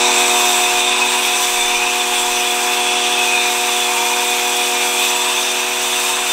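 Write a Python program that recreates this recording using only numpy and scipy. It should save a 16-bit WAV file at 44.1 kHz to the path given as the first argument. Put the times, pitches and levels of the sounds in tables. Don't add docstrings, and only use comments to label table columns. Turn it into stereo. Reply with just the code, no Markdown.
import sys
import numpy as np
from scipy import signal
from scipy.fft import rfft, irfft
from scipy.io import wavfile

SR = 44100
rng = np.random.default_rng(int(sys.argv[2]) if len(sys.argv) > 2 else 0)


def to_wav(s):
    ch = np.atleast_2d(s).T
    pcm = np.round(np.clip(ch, -1, 1) * 32767)
    wavfile.write(sys.argv[1], SR, pcm.astype(np.int16))


def level_to_linear(level):
    exponent = np.asarray(level, float) / 20
    return 10 ** exponent


N = 278712

# [t/s, level/dB]
AIR_FLOW = [(0, -16.5), (.3, -17.5), (.7, -18.5), (1.2, -19), (2.0, -20), (2.55, -21), (2.9, -19.5),
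            (3.4, -20), (4.0, -20.5), (4.9, -20.5), (5.3, -19.5), (5.7, -22), (6.05, -20), (6.32, -22)]
# [t/s, level/dB]
FOAM_HITS = [(0, -39), (.15, -33), (.53, -30), (.84, -34.5), (1.45, -30), (1.7, -35), (1.82, -36.5),
             (2.2, -33), (2.8, -33), (2.92, -40), (3.2, -37), (3.5, -32.5), (3.8, -32.5), (4.9, -32.5),
             (5.3, -34), (5.65, -34.5), (6.07, -30.5), (6.32, -31)]
# [t/s, length/s, voice, rounded (0 to 3 lance, 4 jet, others
# none), level/dB]
FOAM_SURGES = [(1.1, .2, 0, 3), (4.02, 0.21, 0, 4), (5.5, .2, 0, -0.5), (2.2, 0.16, -2, 1.5),
               (5.1, 0.11, 0, 0), (6.15, 0.18, -0.5, 2.5), (.2, .15, -0.5, 0), (0.47, 0.2, 1.5, -1),
               (1.55, 0.18, 0.5, -0.5), (1.84, 0.24, 1, 1.5), (2.6, .1, 1.5, -1.5), (5.03, 0.082, 1, 1),
               (6.05, .12, 6, 1.5), (0.42, .15, 3, 1.5), (1.62, .1, 5, 3), (1.77, 0.17, 1.5, -5),
               (2.95, 0.18, 3, 0.5), (3.2, .07, 1.5, 4), (5.03, 0.085, 2.5, 1), (5.45, 0.27, 3.5, -0.5),
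               (1.02, 0.27, 3, -3), (1.53, 0.2, 3.5, 1.5), (6.6, 0.41, 3, 2.5), (2.22, .2, 4, 1.5),
               (3.12, .15, 4, 2), (5.06, 0.23, 4, 2), (5.7, 0.13, 4, -2), (.25, .4, 0, 1)]
SPUTTER_HZ = 6.3


def rms_one(x):
    return x / np.sqrt(np.mean(np.abs(x) ** 2))


def in_time(rows):
    s, *columns = np.transpose(rows)
    return [np.interp(np.arange(N) / SR, s, c) for c in columns]


def swing(rows):
    db = in_time(rows)[0]
    return db - db.mean()


def drift(rate):
    r = np.exp(-80 * np.pi * rate / SR)
    white = rng.standard_normal(N // 40 + 2002)
    slow = signal.lfilter([1], [1, -2 * r, r * r], white)[2000:]
    return np.interp(np.arange(N) / 40, np.arange(len(slow)), rms_one(slow))


def hump(s, length):
    shape = np.hanning(41)
    moments = s + 1.35 * length * np.linspace(-1, 1, len(shape))
    return np.interp(np.arange(N), SR * moments, shape)


def passing(rows, who):
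    return sum(db * hump(s, length) for s, length, part, db in rows if round(part) == who)


def complex_noise():
    return rng.standard_normal(N) + 1j * rng.standard_normal(N)


def coloured(colour, patchy_db, shared_db, white):
    octave = np.log2(np.fft.rfftfreq(N, 1 / SR) + 1)
    hz, db = np.transpose(colour)
    shaped = rfft(white) * level_to_linear(np.interp(octave, np.log2(hz), db, left=-90))
    out = 0
    for centre in np.arange(np.log2(hz[0]), np.log2(SR / 2), .5):
        band = np.cos(np.pi * np.clip(octave - centre, -.5, .5)) ** 2
        out = out + irfft(shaped * band, N) * level_to_linear(patchy_db * drift(17.0))
    return rms_one(out * level_to_linear(shared_db * drift(40)))


def air_column(modes, tuning):
    out = 0
    for hz, width, db, wander in modes:
        r = np.exp(-np.pi * width / SR)
        sway = signal.lfilter([1], [1, -r], complex_noise())
        sway = signal.lfilter([1], [1, -r ** 3], sway)
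        centre = tuning + hz + wander * drift(4)
        tone = np.real(sway * np.exp(2j * np.pi * np.cumsum(centre) / SR))
        out = out + level_to_linear(db) * rms_one(tone * level_to_linear(1.15 * drift(14.0)))
    return out


def machine():
    gear = 50 / 11
    # [t/s, turns per s]
    shaft_speed = [(0, 80.08), (.3, 80.11), (.65, 80.14), (.85, 80.32), (1.05, 80.73), (1.15, 80.69),
                   (1.4, 80.42), (1.8, 80.36), (2.3, 80.22), (2.55, 80.2), (2.8, 80.32), (3.6, 80.37),
                   (3.9, 80.46), (4.65, 80.45), (4.85, 80.58), (5.3, 80.6), (6.05, 80.73), (6.32, 80.7)]
    # [t/s, f/Hz, level/dB]
    open_path = [(0.0, 357.5, -26.5), (0.07, 362.3, -27.5), (0.26, 364.8, -28), (0.84, 364.9, -30),
                 (1.04, 366.8, -30.5), (1.43, 365.6, -33), (2.89, 365.2, -31), (4.4, 365.9, -32.5),
                 (4.81, 365.9, -31.5), (5.26, 365.6, -33), (6.05, 366.7, -33.5), (6.32, 366.8, -34.5)]
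    loud_orders = (3, 6, 8, 9)
    loud_lines_db = (-8.5, -1.5, -8.5, 6)
    # [t/s, length/s, pump order, level/dB]
    crossings = [(0.73, 0.16, 3, -4), (1.15, .3, 3, 1.5), (1.45, .25, 3, -2), (0.52, 0.13, 6, -7.5),
                 (1.0, .4, 6, -2.5), (4.37, 0.86, 6, 2.5), (.2, 0.94, 8, 3), (0.51, 0.069, 8, 0),
                 (2.2, 0.66, 8, -4.5), (5.6, 1.1, 8, 6), (.05, 0.29, 9, -4), (1.07, 0.24, 9, -5.5),
                 (5.58, 0.96, 9, -5.5)]
    # [multiple of pump turn, level/dB]
    pump_lines = [(1, -66), (2, -64), (4, -48), (5, -46), (7, -49), (10, -40), (11, -39), (12, -36),
                  (13, -44), (14, -43), (15, -38), (16, -47), (17, -46), (18, -46), (19, -44), (20, -49),
                  (21, -56), (22, -57), (24, -51), (25, -52), (27, -48)]
    # [multiple of rotor turn, multiple of pump turn, level/dB]
    rotor_lines = [(1, -1, -48), (-1, 8, -55), (-1, 9, -54), (1, 1, -70), (2, 0, -41), (2, 1, -52),
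                   (2, -4, -62), (1, 9, -47), (1, 10, -48), (11, 0, -43), (11, 1, -53), (12, 0, -50),
                   (11, 6, -61), (11, 8, -51), (22, 0, -50)]
    # [f/Hz, level/dB]
    mains_hum = [(100, -93.5), (300, -55.5), (346, -57), (466, -58), (506, -54.5), (600, -54.5)]

    rotor_db = in_time(open_path)[1]
    phase = 2 * np.pi * np.cumsum(in_time(shaft_speed)[0]) / SR

    def line(order):
        return np.sin(order * phase + rng.uniform(0, 2 * np.pi))

    out = level_to_linear(rotor_db) * line(gear)
    for k, db in zip(loud_orders, loud_lines_db):
        out += level_to_linear(rotor_db + db + passing(crossings, k)) * line(k)
    weak = [(round(k), db) for k, db in pump_lines]
    weak += [(round(a) * gear + round(b), db) for a, b, db in rotor_lines]
    near = level_to_linear(rotor_db + 32.0)
    out += near * sum(level_to_linear(db + 1.5 * drift(1.5)) * line(k) for k, db in weak)
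    out += sum(level_to_linear(db) * np.sin(2 * np.pi * hz * np.arange(N) / SR) for hz, db in mains_hum)
    return np.sqrt(2) * out


def lance():
    # [f/Hz from the tuning or from zero, width/Hz, level/dB, wander/Hz]
    throat_modes = [(0, 73, -5.5, 20), (-90.5, 37, -6, 18), (100, 158, -7.5, 30)]
    tube_modes_1 = [(-10, 138, -5, 25), (0, 354, -5, 50), (219.5, 460, -7, 60)]
    tube_modes_2 = [(0, 118, -5.5, 30.03), (0, 353, -1.5, 49.63)]
    nozzle_modes = [(6006, 105, -4.5, 40), (5962, 1020, -1, 50)]
    # [t/s, first tube mode f/Hz, second tube mode f/Hz]
    tube_tuning = [(0.0, 2500, 3650), (0.17, 2480, 3440), (0.3, 2400, 3630), (0.37, 2528, 3580),
                   (1.55, 2520, 3510), (1.58, 2420, 3530), (1.9, 2622, 3540), (1.94, 2501, 3479),
                   (3.2, 2580, 3480), (3.33, 2469, 3550), (3.59, 2534, 3530), (4.07, 2426, 3440),
                   (4.12, 2500, 3510), (5.1, 2498, 3480), (5.35, 2625, 3510), (5.38, 2540, 3560),
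                   (6.28, 2553, 3540), (6.32, 2640, 3530)]
    # [level/dB against the flow, share of the flow's swing, sputter/dB]
    lance_voices = [
        (-7.5, 1.2, -0.3),
        (-2.5, 0.62, 0.36),
        (-4.5, 1.12, 0.74),
        (-9, 1.3, 1.05),
    ]
    throat_hz = 962
    slosh_hz, slosh_rate_hz = 15, 5.0

    mean_db, flow_db = in_time(AIR_FLOW)[0].mean(), swing(AIR_FLOW)
    tube_hz = [hz + slosh_hz * drift(slosh_rate_hz) for hz in in_time(tube_tuning)]
    tunings = [throat_hz] + tube_hz + [0]
    groups = (throat_modes, tube_modes_1, tube_modes_2, nozzle_modes)
    out = 0
    for k, (modes, (db, share, sputter_db)) in enumerate(zip(groups, lance_voices)):
        level_db = mean_db + db + share * flow_db
        level_db = level_db + passing(FOAM_SURGES, k) + sputter_db * drift(SPUTTER_HZ)
        out = out + level_to_linear(level_db) * air_column(modes, tunings[k])
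    return out


def jet():
    # [f/Hz, width/Hz, level/dB, wander/Hz]
    jet_modes = [(7690, 580, -5, 110), (8246, 1140, -4, 100), (9170, 220, -11, 60)]
    opening_db, settle_s = 6, 1.0
    level_db = -25.5 + .4 * swing(AIR_FLOW) + .25 * swing(FOAM_HITS)
    level_db = level_db + passing(FOAM_SURGES, 4) + .6 * drift(SPUTTER_HZ)
    core = level_to_linear(opening_db * hump(0, settle_s)) * air_column(jet_modes[:1], tuning=0)
    return level_to_linear(level_db) * (core + air_column(jet_modes[1:], tuning=0))


def patio(x):
    # [delay/s, level/dB]
    echo_paths = [
        (.004, -7.5),
        (.009, -6),
        (.017, -5.5),
    ]
    now = np.arange(N)
    echoes = 0
    for lag, db in echo_paths:
        path = SR * lag * (1 + 0.0406 * drift(0.78))
        echoes = echoes + level_to_linear(db) * np.interp(now - path, now, x)
    return level_to_linear(-2.0) * (x + echoes)


def whistles():
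    # [t/s, length/s, f/Hz, glide/Hz per s, level/dB]
    singing = [(.2, 0.18, 2440, -200, -24), (.42, 0.2, 3596, -100, -27), (1.623, .12, 3540, 4, -24.5),
               (2.9, 0.32, 3440, 241, -27), (3.33, 0.23, 2500, -350, -20), (3.78, 0.14, 3485, 2, -27.5),
               (5.03, .12, 2503, 0.5, -27.5), (.88, 0.14, 3720, 302, -30), (1.8, .2, 2430, 598, -26),
               (5.201, .3, 7900, 0, -30.5), (5.05, 0.17, 3436, 100, -29)]
    width_hz = 72
    r = np.exp(-np.pi * width_hz / SR)
    sway = rms_one(signal.lfilter([1], [1, -2 * r, r * r], complex_noise()))
    tones = np.zeros(N, complex)
    for s, length, hz, glide, db in singing:
        level = level_to_linear(db) * hump(s, length)
        heard = level > 0
        since = np.flatnonzero(heard) / SR - s
        tones[heard] += level[heard] * np.exp(2j * np.pi * (hz + glide * since / 2) * since)
    return np.sqrt(2) * np.real(sway * tones)


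def splash():
    # [f/Hz, level/dB per Hz]
    spray_colour = [(3000, -10), (5000, -1), (8500, 3), (10300, -3.5), (12000, -1), (13700, 0),
                    (14600, -4.5), (16500, -6.5)]
    # [t/s, length/s, level/dB]
    fan_skips = [
        (.96, 0.14, -6),
        (1.18, .04, -2.5),
        (1.341, .05, -5),
        (3.25, .06, 3),
        (3.371, .07, -2.5),
        (3.88, .07, -2),
        (5.04, .08, 4),
        (5.95, .04, -1.5),
        (6.2, .1, -6),
    ]
    sizes = level_to_linear(2.9 * np.minimum(rng.exponential(1, N), 5)) * rng.choice([-1, 1], N)
    drops = rms_one(sizes * (rng.random(N) < 6000 / SR))
    white = rng.standard_normal(N) + 1.4 * drops
    skips_db = sum(db * hump(s, length) for s, length, db in fan_skips)
    level_db = in_time(FOAM_HITS)[0] + skips_db + 4.5
    return level_to_linear(level_db) * coloured(spray_colour, patchy_db=0.55, shared_db=.8, white=white)


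def rush():
    # [f/Hz, level/dB per Hz]
    rush_colour = [(45, -25), (110, -24), (180, -18), (260, -13), (350, -9), (450, -9), (760, -5),
                   (900, -1), (1300, 0), (1660, 3), (1900, 0), (4500, -3), (8500, -6), (10300, -21)]
    level_db = -31.5 + 6.5 + 0.52 * swing(AIR_FLOW)
    white = rng.standard_normal(N)
    return level_to_linear(level_db) * coloured(rush_colour, patchy_db=1.0, shared_db=0.86, white=white)


def breeze():
    # [t/s, length/s, level/dB]
    wind_puffs = [
        (.1, .8, -61),
        (.7, .25, -56),
        (1.05, .2, -57),
        (1.65, .26, -48),
        (2.27, .22, -52),
        (2.7, .25, -64),
        (6.1, .35, -59),
    ]
    still_air_db = -68
    band = signal.butter(2, [10, 28], "band", fs=SR, output="sos")
    air = signal.sosfilt(band, rng.standard_normal(N + SR))[SR:]
    strength = level_to_linear(still_air_db) + sum(level_to_linear(db) * hump(s, length) for s, length, db in wind_puffs)
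    return level_to_linear(5) * strength * rms_one(air)


def side_bursts():
    # [t/s, low f/Hz, high f/Hz, level/dB]
    burst_bands = [(1.19, 6890, 8268, -35), (1.446, 9646, 11003, -41), (1.933, 5211, 6287, -35),
                   (2.212, 11714, 13092, -44), (3.21, 6287, 7579, -37), (3.768, 4651, 6287, -34),
                   (5.347, 4220, 7558, -33), (5.556, 6912, 9625, -34), (6.159, 11692, 13802, -49)]
    out, size = np.zeros(N), 2048
    for s, low_hz, high_hz, db in burst_bands:
        band = signal.butter(8, [low_hz, high_hz], "band", fs=SR, output="sos")
        burst = signal.sosfilt(band, rng.standard_normal(2 * size))[size:] * np.hanning(size)
        first = round(s * SR)
        out[first:first + size] += level_to_linear(db) * rms_one(burst)
    return out * [[1], [-1]]


def scene():
    mix = machine() + patio(lance() + jet()) + whistles() + splash() + rush() + breeze()
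    return np.tile(mix, (2, 1))


def roll_off(x):
    return signal.sosfilt(signal.butter(12, 16920, fs=SR, output="sos"), x)


def record(dry):
    cutoff_hz = 15730
    rounded = dry / (1 + np.abs(dry) ** 6) ** (1 / 6)
    kept = np.fft.rfftfreq(N, 1 / SR) < cutoff_hz
    mix = irfft(rfft(rounded) * kept, N) + side_bursts()
    return roll_off(mix)


dry = scene()
out = record(dry)
to_wav(out)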